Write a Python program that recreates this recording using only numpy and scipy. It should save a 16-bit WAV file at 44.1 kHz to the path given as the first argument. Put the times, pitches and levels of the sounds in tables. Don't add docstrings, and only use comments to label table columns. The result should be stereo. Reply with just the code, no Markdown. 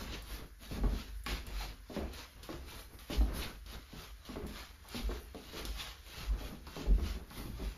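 import sys
import numpy as np
from scipy import signal
from scipy.fft import rfft, irfft, next_fast_len
from scipy.io import wavfile
from scipy.ndimage import uniform_filter1d, map_coordinates

SR = 44100
rng = np.random.default_rng(int(sys.argv[2]) if len(sys.argv) > 2 else 0)


def dump(signal):
    limited = np.clip(np.atleast_2d(signal).T, -1, 1)
    pcm = np.round(limited * 32767).astype(np.int16)
    wavfile.write(sys.argv[1], SR, pcm)


N = 342657
BLOW_TIME = np.arange(round(.3 * SR)) / SR


def amp(db):
    return 10 ** (np.asarray(db) / 20)


def unit(x):
    return x / np.sqrt(np.mean(x ** 2) + 1e-20)


def punch(x, size=1324):
    return x / np.sqrt(np.mean(x[..., :size] ** 2) + 1e-20)


def along(points, hz):
    f, v = np.transpose(points)
    return np.interp(np.log(hz + 1), np.log(f + 1), v)


def wobble(rate):
    points = rng.standard_normal(int(N * rate / SR) + 4)
    return map_coordinates(points, [np.arange(N) * rate / SR])


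def add(track, s, sound):
    part = track[:, max(round(s * SR), 0):][:, :sound.shape[-1]]
    part += sound[..., :part.shape[1]]


def filtered(x, response):
    n = x.shape[-1]
    m = next_fast_len(n + 4096, True)
    return irfft(rfft(x, m) * response(np.fft.rfftfreq(m, 1 / SR)), m)[..., :n]


def coloured(x, spectrum):
    return unit(filtered(x, lambda hz: amp(along(spectrum, hz))))


# (frequency [Hz], coherence [0 to 1])
EAR_LIKENESS = [(50, 1), (150, 0.87), (300, 0.88), (500, 0.62), (750, 0.024), (1500, 0.022), (2000, 0.57),
                (3500, 0.52), (5400, 0.32), (7000, 1), (9000, 1), (14000, 1)]


def spread(pair):
    turn = lambda hz: np.arccos(np.clip(along(EAR_LIKENESS, hz), -1, 1)) / 2
    mid, side = filtered(pair, lambda hz: np.array([np.cos(turn(hz)), np.sin(turn(hz))]))
    return np.array([mid + side, mid - side])


def noise(spectrum, size):
    return coloured(spread(rng.standard_normal((2, size))), spectrum)


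# (frequency [Hz], time to fall by 60 dB [s])
ROOM_RING = [(150, 0.42), (500, 0.44), (2000, 0.51), (6000, 0.61), (13000, 0.042)]


def room_tail():
    hiss = rng.standard_normal((2, len(BLOW_TIME)))
    hz, t, z = signal.stft(hiss, SR, nperseg=256)
    fade = amp(-60 * t / along(ROOM_RING, hz)[:, None])
    tail = signal.istft(z * fade, SR, nperseg=256)[1][:, :len(BLOW_TIME)]
    tail = spread(tail) * (1 - np.exp(-BLOW_TIME / 0.0018))
    return tail / np.linalg.norm(tail[0])


def in_room(x, wet_db):
    answer = signal.fftconvolve(x, room_tail(), axes=1)[:, :x.shape[1]]
    return x + amp(wet_db) * answer


def swell(s, db, rise, fall, hold=0, crest=0):
    t = np.arange(0, N, 64) / SR - s
    away = np.maximum(-t, 0) + np.maximum(t - hold, 0)
    slope = np.abs(np.where(t < 0, rise, fall))
    return amp(db - (np.hypot(away, crest) - crest) * slope) ** 2


def envelope(swells, rest_db=-120):
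    gain = np.sqrt(sum(swells) + amp(rest_db) ** 2)
    return np.interp(np.arange(N), np.linspace(0, N, len(gain)), gain)


# (frequency [Hz], relative level per Hz [dB])
HUSH_COLOUR = [(20, -16), (50, 8), (110, -9.5), (300, -15), (700, -32), (1500, -10.5), (3000, -28.5),
               (7000, -23.5), (13500, -59)]


def hush():
    return amp(-62.5) * noise(HUSH_COLOUR, N)


# (start time [s], length [s], level before the wobble [dB])
SWIVEL_TIMES = [(0.0, 0.15, -49.5), (0.247, 0.18, -53.5), (0.63, .1, -57.5), (0.717, 0.091, -46.5),
                (1.34, 0.39, -55.5), (2.026, 0.13, -56), (2.37, 0.064, -58.5), (2.54, 0.4, -60),
                (3.286, 0.22, -52), (3.708, 0.077, -53.5), (4.315, 0.15, -54.5), (5.443, 0.32, -59),
                (6.197, 0.4, -55.5), (7.18, 0.78, -58.5)]
# (frequency [Hz], relative level per Hz [dB])
RUB_COLOUR = [(60, 5.5), (150, -1), (260, -2.5), (450, -6.5), (700, -12), (1200, -10.5), (8000, -43)]
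SWIVEL_RISE_DB_PER_S, SWIVEL_FALL_DB_PER_S = 400, 168
SOLES_REST_DB = -76


def shuffle():
    rubs = [swell(s, db, SWIVEL_RISE_DB_PER_S, SWIVEL_FALL_DB_PER_S, hold=length)
            for s, length, db in SWIVEL_TIMES]
    rocking = amp(5.0 * wobble(14))
    return envelope(rubs, SOLES_REST_DB) * rocking * noise(RUB_COLOUR, N)


def causal(x, spectrum):
    size = 2048
    log_gain = np.log(amp(along(spectrum, np.fft.rfftfreq(size, 1 / SR))))
    fold = np.r_[1, np.full(size // 2 - 1, 2), np.zeros(size // 2)]
    ring = irfft(np.exp(rfft(irfft(log_gain) * fold)))
    return signal.fftconvolve(x, ring[None], axes=1)[:, :x.shape[1]]


def contact(spectrum, t60, attack, solid_db):
    fade = amp(-60 * BLOW_TIME / t60) * (1 - np.exp(-BLOW_TIME / attack))
    pair = unit(rng.standard_normal((2, len(BLOW_TIME))) * fade)
    pair[0, 0] += amp(solid_db) * np.sqrt(len(BLOW_TIME))
    return punch(causal(spread(pair), spectrum))


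def bending(x, late_cycles):
    return filtered(x, lambda hz: np.exp(-2j * np.pi * late_cycles * np.log(hz + 60)))


# (frequency before detuning [Hz], relative level [dB], time to fall by 60 dB [s])
BOARD_MODES = [(157.4, -6.5, 0.47), (212.7, -5, 0.375), (252.8, -4.5, 0.42), (296.2, -3, 0.18),
               (424, -11, 0.57), (466, -12, 0.15), (613, -11, 0.28), (861, -2.5, 0.087), (1098, 3.5, 0.077),
               (1307, 3, 0.03)]
SPOT_DB, SPOT_OCTAVES = 5.5, 0.043


def boards(blow_db, spot_hz, roll_s):
    hz, mode_db, t60 = np.transpose(BOARD_MODES)[:, :, None]
    strength, detune, side = rng.standard_normal((3, len(BOARD_MODES), 1))
    push_db = np.interp(hz, [260, 420, 600, 850], np.repeat(blow_db, [1, 2, 1]))
    level_db = mode_db + push_db + 2 * strength
    level_db += SPOT_DB * np.exp(-(np.log2(hz / spot_hz) / SPOT_OCTAVES) ** 2)
    tones = np.sin(2 * np.pi * hz * (1 + 0.021 * detune) * BLOW_TIME)
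    modes = np.sign(side) * amp(level_db - 60 * BLOW_TIME / t60) * tones
    return modes.sum(axis=0) * (1 - np.exp(-BLOW_TIME / (0.0016 + roll_s)))


# (time [s], thud level [dB], knock level [dB], clack level [dB],
# time to roll the foot down [s], pitch of the spot [Hz])
SHOE_STEPS = [(0.008, -50, -63, -53.5, 0.0026, 146), (0.607, -54, -76, -84, 0.0038, 208),
              (0.71, -42.5, -49.5, -74, 0.0024, 230), (0.774, -42, -49, -80, 0.0045, 140),
              (0.835, -40, -41, -47, 0.0018, 260), (0.853, -43, -46, -51, 0.0014, 129),
              (0.921, -43.5, -53, -73, 0.0035, 212), (1.263, -48.5, -63, -38.5, 0.0011, 249),
              (1.28, -43, -53, -55, 0.0034, 202), (1.897, -52, -46, -55, 0.0016, 257),
              (1.963, -42, -36.5, -45.5, 0.001, 210), (2.004, -51, -45, -53, 0.0015, 302),
              (2.489, -48, -43.5, -50, 0.001, 315), (2.522, -50, -51, -52, 0.0049, 141),
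              (3.098, -42, -42.5, -51, 0.0041, 257), (3.12, -42.5, -50, -66, 0.0017, 147),
              (3.208, -41.5, -42, -51, 0.0016, 233), (3.927, -49, -54, -80, 0.0022, 154),
              (4.288, -46.5, -51, -52, 0.002, 212), (4.357, -45.5, -41.5, -49.5, 0.0011, 222),
              (4.438, -46.5, -53, -64, 0.005, 213), (4.843, -70, -78, -55.5, 0.0059, 161.0),
              (4.944, -40.5, -46.5, -57, 0.0029, 249), (5.091, -47, -40.5, -55.5, 0.00086, 266),
              (5.111, -53, -63, -47.5, 0.002, 336), (5.345, -52.5, -44.5, -54.5, 0.0016, 214),
              (5.532, -47, -48, -63, 0.0056, 435), (6.299, -52, -75, -57, 0.0013, 132),
              (6.405, -49.5, -49.5, -64, 0.0096, 238), (6.513, -46, -56, -66, 0.0042, 199),
              (6.668, -55.5, -57, -50.5, 0.0015, 250), (6.764, -44, -42.5, -51.5, 0.0009, 169),
              (6.787, -43, -61, -68, 0.0027, 283), (6.858, -44.5, -48, -59, 0.003, 324),
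              (6.897, -38.5, -53, -72, 0.0033, 182), (6.981, -44, -52, -52.5, 0.004, 310),
              (7.03, -44, -67, -72, 0.0037, 193), (7.148, -49, -50, -65, 0.0065, 180),
              (7.308, -53, -62, -50.5, 0.00091, 151.0), (7.355, -45.5, -56, -53, 0.024, 211),
              (7.45, -44, -53.5, -59, 0.008, 133), (7.59, -45.5, -45, -56.5, 0.0095, 144)]
# (multiple of the spot's pitch, relative level per Hz [dB])
THUD_COLOUR = [(.35, -6), (.65, -13), (1, 0.5), (1.4, -10), (2.1, -19), (3.6, -31), (18, -72)]
# (frequency [Hz], relative level per Hz [dB])
KNOCK_COLOUR = [(150, -7), (280, 2), (380, 8.5), (480, 3), (620, 0), (850, -2.5), (1500, -46.5),
                (8000, -73)]
# (frequency before the shift for hardness [Hz], relative level per Hz [dB])
CLACK_COLOUR = [(300, -36.5), (600, -4.5), (850, 2), (1300, 0.5), (2000, -9), (4000, -32), (8000, -50),
                (16000, -55)]
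ROLL_STRETCH = 5.2
SOLID_DB, SOFTEN_DB_PER_S = 1, 1200


def steps():
    out = np.zeros((2, N))
    for s, thud_db, knock_db, clack_db, roll_s, spot_hz in SHOE_STEPS:
        bright = 2 ** ((clack_db + 51.5) * 0.073)
        linger = ROLL_STRETCH * roll_s
        solid_db = SOLID_DB - SOFTEN_DB_PER_S * roll_s
        thud_colour = np.multiply(THUD_COLOUR, [spot_hz, 1])
        clack_colour = np.multiply(CLACK_COLOUR, [bright, 1])
        thud = contact(thud_colour, t60=0.06 + linger, attack=roll_s, solid_db=solid_db)
        knock = contact(KNOCK_COLOUR, t60=0.084 + linger, attack=0.3 * roll_s, solid_db=solid_db)
        clack = contact(clack_colour, t60=0.059 + linger, attack=0.85 * roll_s, solid_db=solid_db)
        blow = amp(thud_db - 2.0) * punch(in_room(thud, wet_db=1.5))
        blow += amp(knock_db - 2.5) * punch(in_room(knock, wet_db=1.0))
        blow += amp(clack_db - 4.0) * punch(in_room(clack, wet_db=1.5))
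        blow += amp(0.6) * boards([thud_db, knock_db, clack_db], spot_hz, roll_s)
        add(out, s, bending(blow, late_cycles=0.902))
    return out


def wandering_echoes(x):
    hop = SR // 4
    padded = np.pad(x, ((0, 0), (hop, 2 * hop)))
    out = np.zeros_like(padded)
    for i in range(0, N + hop, hop):
        part = padded[:, i:i + 2 * hop] * signal.windows.cosine(2 * hop)
        add(out, i / SR, signal.fftconvolve(part, room_tail(), axes=1))
    return out[:, hop:hop + N]


CLUMPS_PER_S = 420


def patter(spectrum, rate, scatter_db, clump_db, patchy_db, wet_db):
    happens = rng.random((2, N)) < rate / SR
    size = rng.standard_normal((2, N)) * amp(scatter_db * rng.standard_normal((2, N)))
    hits = happens * size * amp(clump_db * wobble(CLUMPS_PER_S))
    z = signal.stft(hits, nperseg=1024)[2]
    field = uniform_filter1d(rng.standard_normal(z.shape[1:]), size=4, axis=0)
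    field = uniform_filter1d(field, size=3, axis=1)
    patchy = signal.istft(z * amp(patchy_db * unit(field)), nperseg=1024)[1][:, :N]
    heard = patchy + amp(wet_db) * wandering_echoes(patchy)
    return coloured(spread(heard), spectrum)


# (time of the crest [s], swish level [dB], bead sizzle level [dB],
# rise over 20 dB [s], fall over 20 dB [s])
FRINGE_SWINGS = [(0.013, -45, -61, .046, 0.14), (0.14, -49.5, -66.5, 0.086, 0.14),
                 (0.334, -48, -57.5, 0.12, 0.14), (0.635, -54.5, -64, 0.03, .25),
                 (0.741, -47, -63, 0.065, 0.093), (0.99, -50.5, -63.5, 0.26, 0.22),
                 (1.17, -80, -67, 0.036, 0.098), (1.292, -41.5, -56, 0.021, 0.15),
                 (1.624, -43.5, -59.5, 0.14, 0.13), (1.957, -50.5, -64.5, 0.097, 0.15),
                 (2.2, -48.5, -66, 0.13, 0.1), (2.526, -54, -89, 0.13, 0.13), (2.71, -51, -62, 0.053, 0.21),
                 (2.8, -54.5, -60.5, 0.12, 0.09), (2.94, -69, -66.5, 0.029, 0.15),
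                 (3.132, -45.5, -58.5, 0.049, 0.16), (3.37, -46, -53.5, 0.037, 0.16),
                 (3.428, -47, -61.5, 0.029, 0.15), (3.715, -50.5, -65, 0.045, 0.14),
                 (4.019, -49, -62.5, 0.16, 0.14), (4.33, -54.5, -77, 0.18, 0.089),
                 (4.585, -47.5, -63.5, 0.077, 0.16), (4.967, -45, -58, 0.11, 0.16),
                 (5.138, -51.5, -67, 0.069, 0.14), (5.229, -78, -65, 0.13, 0.1),
                 (5.474, -56, -69, 0.34, 0.21), (5.594, -44.5, -60, 0.14, .1),
                 (5.808, -47, -58, 0.074, 0.16), (5.88, -47.5, -81, 0.089, 0.11),
                 (6.214, -47, -62.5, 0.24, 0.16), (6.41, -52.5, -65, 0.067, .15),
                 (6.47, -52, -63.5, 0.074, 0.14), (6.798, -49.5, -66.5, 0.16, 0.14),
                 (7.085, -48, -62, 0.18, 0.14), (7.384, -51, -58.5, 0.11, 0.22),
                 (7.644, -52, -65.5, 0.15, 0.3)]
# (time [s], treble level [dB], bite level [dB],
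# level of the rattle that follows [dB]); the dress plays the rattle, clicks() the rest
SNAPS = [(0.2224, -55, -75, -77), (1.237, -56, -76, -73), (1.2623, -52.5, -40, -66),
         (1.467, -53.5, -52, -57), (2.1345, -59, -56, -54), (2.4309, -58, -50.5, -53.5),
         (2.989, -68, -57, -54.5), (3.102, -65, -60, -53.5), (3.6616, -68, -52, -57.5),
         (4.252, -88, -61, -55), (4.467, -58, -61, -54), (4.886, -54, -72, -82), (5.346, -69, -55, -67),
         (5.652, -48, -39, -51.5), (6.035, -80, -62.5, -73), (6.064, -66, -61, -56.5),
         (6.668, -95, -50.5, -57), (7.303, -92, -54, -61.5)]
# (frequency [Hz], relative level per Hz [dB])
SWISH_COLOUR = [(120, 3.5), (300, -2), (700, 0), (1200, 3.5), (1800, -1), (2800, 0), (4300, -0.4),
                (5500, -7), (7200, -7), (10000, -27), (16000, -64)]
# (frequency [Hz], relative level per Hz [dB])
SIZZLE_COLOUR = [(2000, -40), (5000, -2), (7500, -13), (9500, 6), (12000, 2), (14100, 4), (14600, -26),
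                 (15600, -43)]
SWISH_REST_DB, SIZZLE_REST_DB = -99, -75.5
JOLT_FALL_DB_PER_S, JOLT_SIZZLE_DB = 48.5, -10.5
CREST_S = 0.019


def dress():
    jolts = sum(swell(s, db, rise=3400, fall=JOLT_FALL_DB_PER_S) for s, _, _, db in SNAPS)
    strands, beads = [jolts], [jolts * amp(JOLT_SIZZLE_DB) ** 2]
    for s, swish_db, sizzle_db, rise_s, fall_s in FRINGE_SWINGS:
        swing = swell(s, 0, 20 / rise_s, 20 / fall_s, crest=CREST_S)
        strands.append(amp(swish_db) ** 2 * swing)
        beads.append(amp(sizzle_db) ** 2 * swing)
    swish = patter(SWISH_COLOUR, rate=9000, scatter_db=0.5, clump_db=1.0, patchy_db=2.5, wet_db=-6.0)
    swish *= envelope(strands, SWISH_REST_DB) * amp(0.91 + 1.0 * wobble(45))
    sizzle = patter(SIZZLE_COLOUR, rate=16000, scatter_db=2.5, clump_db=0.5, patchy_db=3.0, wet_db=-2.5)
    sizzle *= envelope(beads, SIZZLE_REST_DB) * amp(5.0)
    return swish + sizzle


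# (nominal time of the crest [s], level before trims [dB], pitch [Hz],
# time to fall by 60 dB [s])
WEIGHT_LANDINGS = [(0.08, -47, 53.1, 0.78), (0.334, -43.5, 53.4, 0.12), (0.853, -30, 46.7, 0.39),
                   (0.949, -44, 72, 0.14), (1.081, -46.5, 50, 0.48), (1.342, -40.5, 49.5, 0.11),
                   (1.558, -44, 46.7, 0.97), (2.023, -46.5, 67.4, 0.32), (2.571, -52, 66, 0.51),
                   (3.212, -29, 53, 0.19), (4.451, -51, 68.5, 0.33), (5.063, -38, 48.1, 0.3),
                   (5.15, -48, 64, 0.14), (5.693, -43.5, 49.5, 0.46), (6.317, -34.5, 50.4, 0.15),
                   (6.921, -28, 45, 0.31), (7.041, -38.5, 75, 0.17), (7.669, -41, 50.2, 0.1)]
# (frequency [Hz], relative level per Hz [dB])
SWAY_COLOUR = [(15, -52), (30, -10.5), (40, -10), (49, 8), (60, -3.5), (72, -1), (110, -28), (250, -87)]
SWAY_PER_STEP_DB, SWAY_PER_LANDING_DB = -3, -9.5
SWAY_DELAY_S, SWAY_REST_DB = 0.082, -56
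SWAY_RISE_DB_PER_S, SWAY_FALL_DB_PER_S = 257, 65


def joists():
    pushes = [(s + SWAY_DELAY_S, db + SWAY_PER_STEP_DB) for s, db, *_ in SHOE_STEPS]
    pushes += [(s, db + SWAY_PER_LANDING_DB) for s, db, _, _ in WEIGHT_LANDINGS]
    swells = [swell(s, db, SWAY_RISE_DB_PER_S, SWAY_FALL_DB_PER_S) for s, db in pushes]
    out = envelope(swells, SWAY_REST_DB) * noise(SWAY_COLOUR, N)
    lead = .12
    t = np.arange(SR) / SR - lead
    for s, db, hz, t60 in WEIGHT_LANDINGS:
        build = np.exp(-(t / 0.038) ** 2)
        fade = amp(-60 * (np.hypot(t, .012) - .012) / t60)
        boom = np.where(t < 0, build, fade)
        phase = 2 * np.pi * (hz * t + rng.random())
        add(out, s - lead, amp(db + 6.5) * boom * np.sin(phase))
    return out


# (time [s], level [dB])
STRAND_SLAPS = [(0.138, -44.5), (1.003, -50), (2.145, -53), (3.135, -43.5), (3.43, -43), (4.965, -45.5),
                (5.378, -58), (5.803, -41.5), (6.22, -55)]
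# (frequency [Hz], relative level per Hz [dB])
SLAP_COLOUR = [(700, -33), (1500, -7), (2500, 2.5), (4300, 0.5), (5800, -8.5), (7400, -8.5), (8500, -39)]
SLAP_RISE_DB_PER_S, SLAP_FALL_DB_PER_S = 602, 276


def slaps():
    bunches = [swell(s, db, SLAP_RISE_DB_PER_S, SLAP_FALL_DB_PER_S, crest=0.004) for s, db in STRAND_SLAPS]
    rush = patter(SLAP_COLOUR, rate=5000, scatter_db=-0.5, clump_db=1.5, patchy_db=4.0, wet_db=-3)
    return envelope(bunches) * rush


def burst(spectrum, t60, attack):
    fade = amp(-60 * BLOW_TIME / t60) * (1 - np.exp(-BLOW_TIME / attack))
    return punch(noise(spectrum, len(BLOW_TIME)) * fade)


# (frequency [Hz], relative level per Hz [dB])
TREBLE_COLOUR = [(2000, -26), (5000, -31), (8000, 15), (11000, 1.5), (15000, -2)]
# (frequency [Hz], relative level per Hz [dB])
BITE_COLOUR = [(500, 8.5), (1200, -37), (2500, 4.5), (5000, 8), (8000, -12), (16000, -41)]


def clicks():
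    out = np.zeros((2, N))
    for s, treble_db, bite_db, _ in SNAPS:
        treble = in_room(burst(TREBLE_COLOUR, t60=.03, attack=.0002), wet_db=-4)
        bite = in_room(burst(BITE_COLOUR, t60=.022, attack=.0002), wet_db=-3)
        snap = amp(treble_db + 7.5) * punch(treble, size=441)
        snap += amp(bite_db - 3.0) * punch(bite, size=441)
        add(out, s, snap)
    return out


# (time [s], level [dB], pitch factor on the resonances)
SOLE_CATCHES = [(3.44, -45, 0.97), (3.505, -54, 1)]
# (frequency before the pitch factor [Hz], width [Hz], relative level [dB])
SQUEAK_MODES = [(890, 20, -4), (1520, 17, 11), (2650, 120, -15), (4300, 100, -17)]
SQUEAK_WAVER_S = 0.0003
SQUEAK_RISE_DB_PER_S, SQUEAK_FALL_DB_PER_S = 904, 293


def squeak():
    out = np.zeros((2, N))
    clock = np.arange(N)
    waver = SQUEAK_WAVER_S * SR * wobble(55)
    for s, level_db, pitch in SOLE_CATCHES:
        ring = lambda f: sum(amp(db) * 1j * f * width / ((pitch * hz) ** 2 - f * f + 1j * f * width)
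                             for hz, width, db in SQUEAK_MODES)
        scrape = unit(filtered(spread(rng.standard_normal((2, N))), ring))
        scrape = np.array([np.interp(clock + waver, clock, side) for side in scrape])
        out += envelope([swell(s, level_db, SQUEAK_RISE_DB_PER_S, SQUEAK_FALL_DB_PER_S)]) * scrape
    return out


def scene():
    feet = shuffle() + steps() + squeak()
    cloth = dress() + slaps() + clicks()
    return hush() + feet + joists() + cloth


# (frequency [Hz], left minus right [dB])
PORT_LEVELS = [(100, -1.5), (300, -0.1), (700, -3), (1400, -1), (2000, 1.5), (3000, 0), (4800, 5.5),
               (7500, 0)]
# (frequency [Hz], lead of the right port [radians])
PORT_PHASES = [(300, 0), (2000, -.2), (3000, -.8), (4800, -.5), (5800, 1), (7300, 2), (7700, 3),
               (8800, 3.3), (10000, 4.5), (12000, 6.3), (14500, 8.3)]
TOP_HZ = 15600


def record(dry):
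    def ports(hz):
        level = amp(np.outer([1, -1], along(PORT_LEVELS, hz)) / 2)
        return level * np.exp(1j * np.outer([-1, 1], along(PORT_PHASES, hz)) / 2)
    return filtered(dry, lambda hz: ports(hz) * (hz < TOP_HZ))


dry = scene()
out = record(dry)
dump(out)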